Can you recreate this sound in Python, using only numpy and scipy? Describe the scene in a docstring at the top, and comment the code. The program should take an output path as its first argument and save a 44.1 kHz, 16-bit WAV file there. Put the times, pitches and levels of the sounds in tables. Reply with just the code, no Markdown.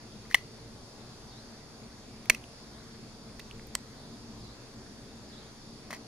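"""Folding knife over a wooden table

A blade snaps open, snaps shut and bounces; a catch ticks over and clicks home; the knife is laid down end by end.
Contacts, and one very faint high tick of unknown origin, are swelling tones, noise cracks through steel resonances
and a knock of the table; slides are rough noise through the handle cavity and the steel. A low drone, a rumble and
an airy hiss are shaped noise. A small far bird chirps faintly: gliding tones with roughened phase and echoes."""
import sys
import numpy as np
from scipy import signal
from scipy.fft import rfft, irfft, next_fast_len
from scipy.io import wavfile
from scipy.ndimage import uniform_filter1d

SR = 44100
rng = np.random.default_rng(int(sys.argv[2]) if len(sys.argv) > 2 else 0)


def generate_wav(sig):
    """Save sig (samples, or channels by samples) to the path in sys.argv[1] as 16-bit PCM at SR."""
    pcm = np.round(np.clip(np.atleast_2d(sig).T, -1, 1) * 32767).astype(np.int16)
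    wavfile.write(sys.argv[1], SR, pcm)


def magnitude_from_level(level_db):
    """Linear magnitude for a level in decibels (20 dB per decade)."""
    exponent = np.asarray(level_db, float) / 20
    return 10 ** exponent


N = 267775  # length in samples

# low broad noise: (frequency [Hz], relative density [dB])
RUMBLE_SPECTRUM = [(8.8, -52), (15, -7), (84, -15.5), (117, -9), (182, -15), (221, -7.5), (321, -18),
                   (446, -18.5), (555, -17.5), (2800, -29.5), (3640, -68), (6160, -120)]
# airy noise: (frequency [Hz], relative density [dB])
HISS_SPECTRUM = [(1470, -27), (2500, -28), (3030, -7.5), (3510, -2), (4090, -3), (4500, 3.5), (7050, -7),
                 (8410, -17.5), (9260, -9), (10000, -8), (10600, -18.5), (13450, -21), (13650, -55),
                 (14500, -88)]
# wavering machine tones, whose response is squared in use: (frequency [Hz], width [Hz], level before squaring [dB])
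DRONE_MODES = [(53.7, 9.1, -2.5), (120.8, 24, -2.5), (160.7, 13, -3.5), (224.8, 43.6, -1),
               (242.4, 34.4, -7), (288.6, 7.7, -5), (342.4, 22.5, -4), (364.7, 38, -5), (456.6, 28, -6),
               (693, 4.7, -11)]
# correlation of the two ports in the background: (frequency [Hz], left-right likeness [-1 to 1])
PORT_LIKENESS = [(60, 0.87), (130, 0.98), (290, 0.95), (640, 0.7), (1410, 0.49), (3100, -0.18),
                 (6820, 0.54), (15000, -0.24)]
# balance of the background: (frequency [Hz], left minus right [dB])
PORT_LEAN = [(60, 0), (180, 1.5), (550, 1), (1650, 2), (4970, -1), (15000, 0.5)]
# decay of the room: (frequency [Hz], time to fall 60 dB [s])
WALL_DECAY = [(300, 0.14), (2000, 0.24), (6000, 0.27), (14000, 0.21)]
# chirps of the bird: (time of the lowest pitch [s], level before direct and echo shares [dB], lowest pitch [Hz])
CHIRPS = [(1.345, -54.5, 3430), (2.755, -58, 3400), (4.015, -60, 3290), (4.47, -56, 3550),
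          (5.345, -54, 3350), (5.425, -58.5, 3100)]
# where the knife is held: (time [s], left minus right [dB], left lag [s])
HELD_AT = [(0.35, 3, 4.5e-5), (2.3, -2, 2.5e-5), (3.75, -4, -0.5e-5), (5.9, 2.5, 4e-5)]
# resonances of the steel parts: (frequency [Hz], width [Hz], level [dB])
STEEL_MODES = [(3100, 380, -3.5), (3880, 630, -2.5), (4390, 540, 0.5), (5910, 390, -0.5), (7160, 93, -2.5),
               (7340, 170, -10.5), (8860, 810, -7.5), (11860, 1300, -9.5), (13300, 4000, -14),
               (14400, 1400, -11.5)]
# the table top answering through the air and the hands: (frequency [Hz], width [Hz], level [dB])
TABLE_MODES = [(30, 39, -10), (182, 200, -15), (598, 127, -2.5), (1035, 107, 1.5), (1450, 360, -8)]
# the handle's cavity as sliding parts excite it: (frequency [Hz], width [Hz], level [dB])
CAVITY_MODES = [(1960, 150, 8.5), (2550, 190, 2)]
# the blade sliding on its pivot and rattling loose:
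# (start [s], length [s], share of it before the loudest point [0 to 1], rms [dB])
SLIDES = [(0.29, 0.043, 1, -50), (0.346, 0.06, 0.045, -50), (2.264, 0.025, 0.79, -85),
          (2.303, 0.083, 0.077, -53.5), (3.394, 0.01, 0.25, -49), (3.748, 0.015, 0.13, -46),
          (5.904, 0.028, 0.11, -48.5), (5.928, 0.053, 0.099, -49.5)]
# an end of the knife meets the table: (time [s], thud peak [dB])
LANDINGS = [(5.9047, -33), (5.9272, -30.5)]
# contacts inside the knife, and one very faint high tick of unknown origin at 3.669 s; levels before placing:
# (time [s], ring peak [dB], ring pitch [Hz], time scale [s], crack peak [dB])
CONTACTS_AND_TICK = [(0.253, -48, 1930, 0.0025, -59), (0.3114, -31.5, 1910, 0.0035, -35),
                     (0.3441, -9.5, 3120, 0.0017, -10.5), (0.3453, -6.5, 1970, 0.0051, -12.5),
                     (0.3515, -25.5, 1860, 0.0057, -23), (2.257, -42, 2210, 0.002, -40),
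                     (2.2981, -16, 1734, 0.0042, -8), (2.2986, -5, 2580, 0.0019, -7.5),
                     (2.3011, -6, 2165, 0.0024, -10), (2.3043, -21.5, 2100, 0.0024, -24.5),
                     (2.3468, -36, 2060, 0.0045, -32.5), (2.3474, -30.5, 2630, 0.0043, -30),
                     (2.44, -40, 2730, 0.0016, -46), (3.292, -50, 2380, .002, -59),
                     (3.3952, -42.5, 1920, 0.003, -35), (3.398, -36.5, 3780, 0.002, -54),
                     (3.401, -42, 2645, 0.004, -52.5), (3.5116, -33.5, 2870, 0.00124, -45),
                     (3.5956, -40, 2064, 0.0014, -49), (3.669, -52, 13600, 0.005, -61),
                     (3.7512, -31, 3150, 0.0027, -25), (3.7517, -18.5, 7860, 0.0018, -16.5),
                     (3.7525, -28.5, 1890, 0.0027, -27)]

RUMBLE_DB, DRONE_DB, HISS_DB = -51.5, -52, -56  # rms
FALL_S, RISE_S = 0.075, 0.057  # the two halves of a chirp
FALL_HZ_PER_S, RISE_HZ_PER_S = 26000, 17000
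RISE_DB = 0.5  # the upward flick over the fall
KNOCK_DB = -10.5  # the table's answer relative to the crack
FOLLOW_S, ROCK_S, ROCK_LOSS_DB = 0.002, 0.0061, 7  # handle after thud, mean time between rocks, loss a rock
HANDLE_HZ, HANDLE_S = 1907, 0.0035  # mean ring pitch and contact time scale
HANDLE_DB, HANDLE_CRACK_DB = -1, 0.5  # ring and crack relative to the thud
SPAN = SR // 4  # samples computed for one short event


def unit(x):
    """Normalisation of mean power: scaled to rms 1."""
    return x / np.sqrt(np.mean(x ** 2) + 1e-20)


def along(points, hz):
    """Interpolation of (frequency [Hz], value) points on a logarithmic frequency axis."""
    f, v = np.transpose(points)
    return np.interp(np.log(hz + 1), np.log(f + 1), v)


def filtered(x, response):
    """Linear filtering: the spectrum of x times a complex response of frequency."""
    n = x.shape[-1]
    m = next_fast_len(n + 8192)
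    return irfft(rfft(x, m) * response(np.fft.rfftfreq(m, 1 / SR)), m)[..., :n]


def resonances(modes):
    """Modal superposition: causal second-order resonances summed with alternating sign."""
    def response(f):
        total = 0
        for k, (centre, width, db) in enumerate(modes):
            damping = 1j * f * width
            total = total + (-1) ** k * magnitude_from_level(db) * damping / (centre ** 2 - f ** 2 + damping)
        return total
    return response


def add_at(out, s, sound):
    """Superposition of a short event, from the sample holding time s."""
    start = int(s * SR)
    out[:, start:start + SPAN] += sound


def rush(colour, lag_s, patchy_db):
    """Partially correlated stereo noise of rms 1 in faint patches; the right port hears it lag_s earlier."""
    z = signal.stft(rng.standard_normal((2, N)), nperseg=512)[2]
    field = uniform_filter1d(rng.standard_normal(z.shape[1:]), 8, 0)
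    field = uniform_filter1d(field, 24, 1)
    pair = signal.istft(z * magnitude_from_level(patchy_db * unit(field)), nperseg=512)[1][:, :N]

    def mid_side(hz):
        turn = np.arccos(np.clip(along(PORT_LIKENESS, hz), -1, 1)) / 2  # sets the correlation of the ports
        return colour(hz) * np.array([np.cos(turn), np.sin(turn)])

    def ports(hz):
        lean = magnitude_from_level(np.outer([.5, -.5], along(PORT_LEAN, hz)))
        return lean * np.exp(np.outer([-1j, 1j], np.pi * hz * lag_s))

    mid, side = filtered(pair, mid_side)
    return unit(filtered(np.array([mid + side, mid - side]), ports))


def rumble():
    """Broadband low-frequency noise, shaped by its spectral density."""
    return magnitude_from_level(RUMBLE_DB) * rush(lambda hz: magnitude_from_level(along(RUMBLE_SPECTRUM, hz)), 3e-5, patchy_db=1.5)


def drone():
    """Narrowband noise: each machine resonance passes a slowly wavering tone."""
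    return magnitude_from_level(DRONE_DB) * rush(lambda hz: abs(resonances(DRONE_MODES)(hz)) ** 2, 3e-5, patchy_db=1.5)


def hiss():
    """Steady airy noise, shaped by its spectral density."""
    return magnitude_from_level(HISS_DB) * rush(lambda hz: magnitude_from_level(along(HISS_SPECTRUM, hz)), 0.00012, patchy_db=1.04)


def walls():
    """Frequency-dependent reverberation: a fresh stereo noise tail, scaled to energy 1 at the left port."""
    hz, t, z = signal.stft(rng.standard_normal((2, SPAN)), SR, nperseg=128)
    decay = magnitude_from_level(-60 * t / along(WALL_DECAY, hz)[:, None])
    tail = signal.istft(z * decay, SR, nperseg=128)[1][:, :SPAN]
    return tail / np.linalg.norm(tail[0])


def bird():
    """Frequency modulation: each chirp slurs down, hoarse, then flicks up again, blurred by echoes."""
    out, t = np.zeros((2, N + SPAN)), np.arange(SPAN) / SR - FALL_S
    for s, db, low_hz in CHIRPS:
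        pitch = low_hz + np.where(t < 0, -FALL_HZ_PER_S, RISE_HZ_PER_S) * t
        swell = np.interp(t, [-FALL_S, .01 - FALL_S, -.01, 0, RISE_S - .015, RISE_S],
                          [0, 1, 1, .5, magnitude_from_level(RISE_DB), 0])
        hoarse = np.cumsum(rng.standard_normal(SPAN) * np.where(t < 0, .2, .06))  # phase wander [rad]
        call = magnitude_from_level(db) * swell * np.sin(2 * np.pi * np.cumsum(pitch) / SR + hoarse)
        echoes = signal.fftconvolve(call[None], walls(), axes=1)[:, :SPAN]
        add_at(out, s - FALL_S, 0.53 * call + 0.89 * echoes)
    return filtered(out[:, :N], lambda hz: 1 / (1 + (hz / 6500) ** 10))  # distance takes the treble


def placed(direct, s, wet_db):
    """Level and time differences between the ports set the direct sound in place; the room's answer is added."""
    when, lean_db, lag_s = np.transpose(HELD_AT)
    halves = np.array([[.5], [-.5]])
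    late = np.pad(direct, ((0, 0), (130, 0)))  # the room answers 130 samples later
    late = signal.fftconvolve(late, walls(), axes=1)[:, :SPAN]
    near = magnitude_from_level(np.interp(s, when, lean_db) * halves) * direct
    within_sample = s * SR % 1 / SR
    nearer = rng.uniform(0, 2.5e-5, (2, 1))  # each part lies a little nearer one port
    delay = within_sample + 1e-4 + np.interp(s, when, lag_s) * halves + nearer
    return filtered(near + magnitude_from_level(wet_db) * late, lambda hz: np.exp(-2j * np.pi * hz * delay))


def clatter(envelope, modes, tilt):
    """Modal filtering of enveloped noise, tilted by hardness; each port faces other small parts."""
    noise = rng.standard_normal((3, len(envelope)))
    own_treble = filtered(noise[1:], lambda hz: np.clip(hz / 9000, 0, 1.5) ** 1.25)
    colour = lambda hz: resonances(modes)(hz) * (1 + 1j * hz / 4000) ** tilt
    return filtered((noise[0] + own_treble) * envelope, colour)


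def table_knock():
    """Impulse excitation of the table's modes by a very short push, peak 1, alike at both ports."""
    t = np.arange(SPAN) / SR
    knock = filtered(np.exp(-t / 0.000089), resonances(TABLE_MODES))
    return np.tile(knock / abs(knock).max(), (2, 1))


def slide(length, share, db):
    """Stick-slip friction: grains of noise under one stroke excite the handle cavity and the steel."""
    t = np.arange(SPAN) / SR
    stroke = np.interp(t, [0, np.clip(share, .02, .98) * length, length], [0, 1, 0]) ** 0.97
    grain_db = 3.5 * np.repeat(rng.standard_normal(SPAN // 64 + 1), 64)[:SPAN]
    rub = clatter(stroke * magnitude_from_level(grain_db), CAVITY_MODES + STEEL_MODES, tilt=-0.53)
    rms = np.sqrt(np.sum(rub ** 2) / (2 * SR * length))
    return magnitude_from_level(db) * rub / rms


def landings():
    """Repeated impact with energy loss: the handle follows each thud and rocks to rest, weaker and duller."""
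    rows = []
    for s, db in LANDINGS:
        for k in range(3):
            late = ROCK_S * k * rng.uniform(.85, 1.15)
            pitch = HANDLE_HZ * rng.normal(1, .02)
            level = db - ROCK_LOSS_DB * k
            rows.append((s + FOLLOW_S + late, level + HANDLE_DB, pitch, HANDLE_S, level + HANDLE_CRACK_DB))
    return rows


def ring_and_crack(ring_db, ring_hz, length, crack_db, knock):
    """Damped vibration: a ring swells and is choked, noise cracks through the steel modes, the table knocks."""
    t = np.arange(SPAN) / SR
    u = t / length
    after_ring = magnitude_from_level(-53.5 - 60 * t / 0.1) * (1 - np.exp(-u))  # thin, falls 60 dB in 0.1 s
    swell = u * np.exp(-3.2 * u ** 2) + after_ring
    wander = np.cumsum(rng.standard_normal(SPAN)) * 0.056  # roughens the ring's phase [rad]
    ring = swell / swell.max() * np.sin(2 * np.pi * ring_hz * t + wander)
    # a crack strong in itself or over its ring is brighter
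    hardness = 0.063 * (crack_db - ring_db) + 0.01 * (crack_db + 10)
    crack = clatter(np.exp(-1.6 * u) + 1.1 * np.exp(-t / .0004), STEEL_MODES, hardness)
    return magnitude_from_level(ring_db) * ring + magnitude_from_level(crack_db) * (crack / abs(crack).max() + magnitude_from_level(KNOCK_DB) * knock)


def knife():
    """Superposition of friction, thuds on the table, contacts and the faint high tick, each set in the room."""
    out = np.zeros((2, N + SPAN))
    knock = table_knock()
    for s, length, share, db in SLIDES:
        add_at(out, s, placed(slide(length, share, db), s, wet_db=-33.0))
    for s, db in LANDINGS:
        add_at(out, s, placed(-magnitude_from_level(db) * knock, s, wet_db=-2))
    for s, ring_db, ring_hz, length, crack_db in CONTACTS_AND_TICK + landings():
        direct = ring_and_crack(ring_db, ring_hz, length, crack_db, knock)
        add_at(out, s, placed(direct, s, wet_db=-25.0))
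    return out[:, :N]


def scene():
    """Linear superposition of background, bird and knife with the faint tick."""
    return rumble() + drone() + hiss() + bird() + knife()


def top_cut(x):
    """Nothing passes above the cut-off."""
    return signal.sosfilt(signal.butter(12, 16830, fs=SR, output="sos"), x)


def record(dry):
    """Saturation: the input stage rounds off the loudest peaks towards 0.62 of full scale."""
    rounded = dry / (1 + abs(dry / .62) ** 4) ** (1 / 4)
    return top_cut(rounded)


dry = scene()
out = record(dry)
generate_wav(out)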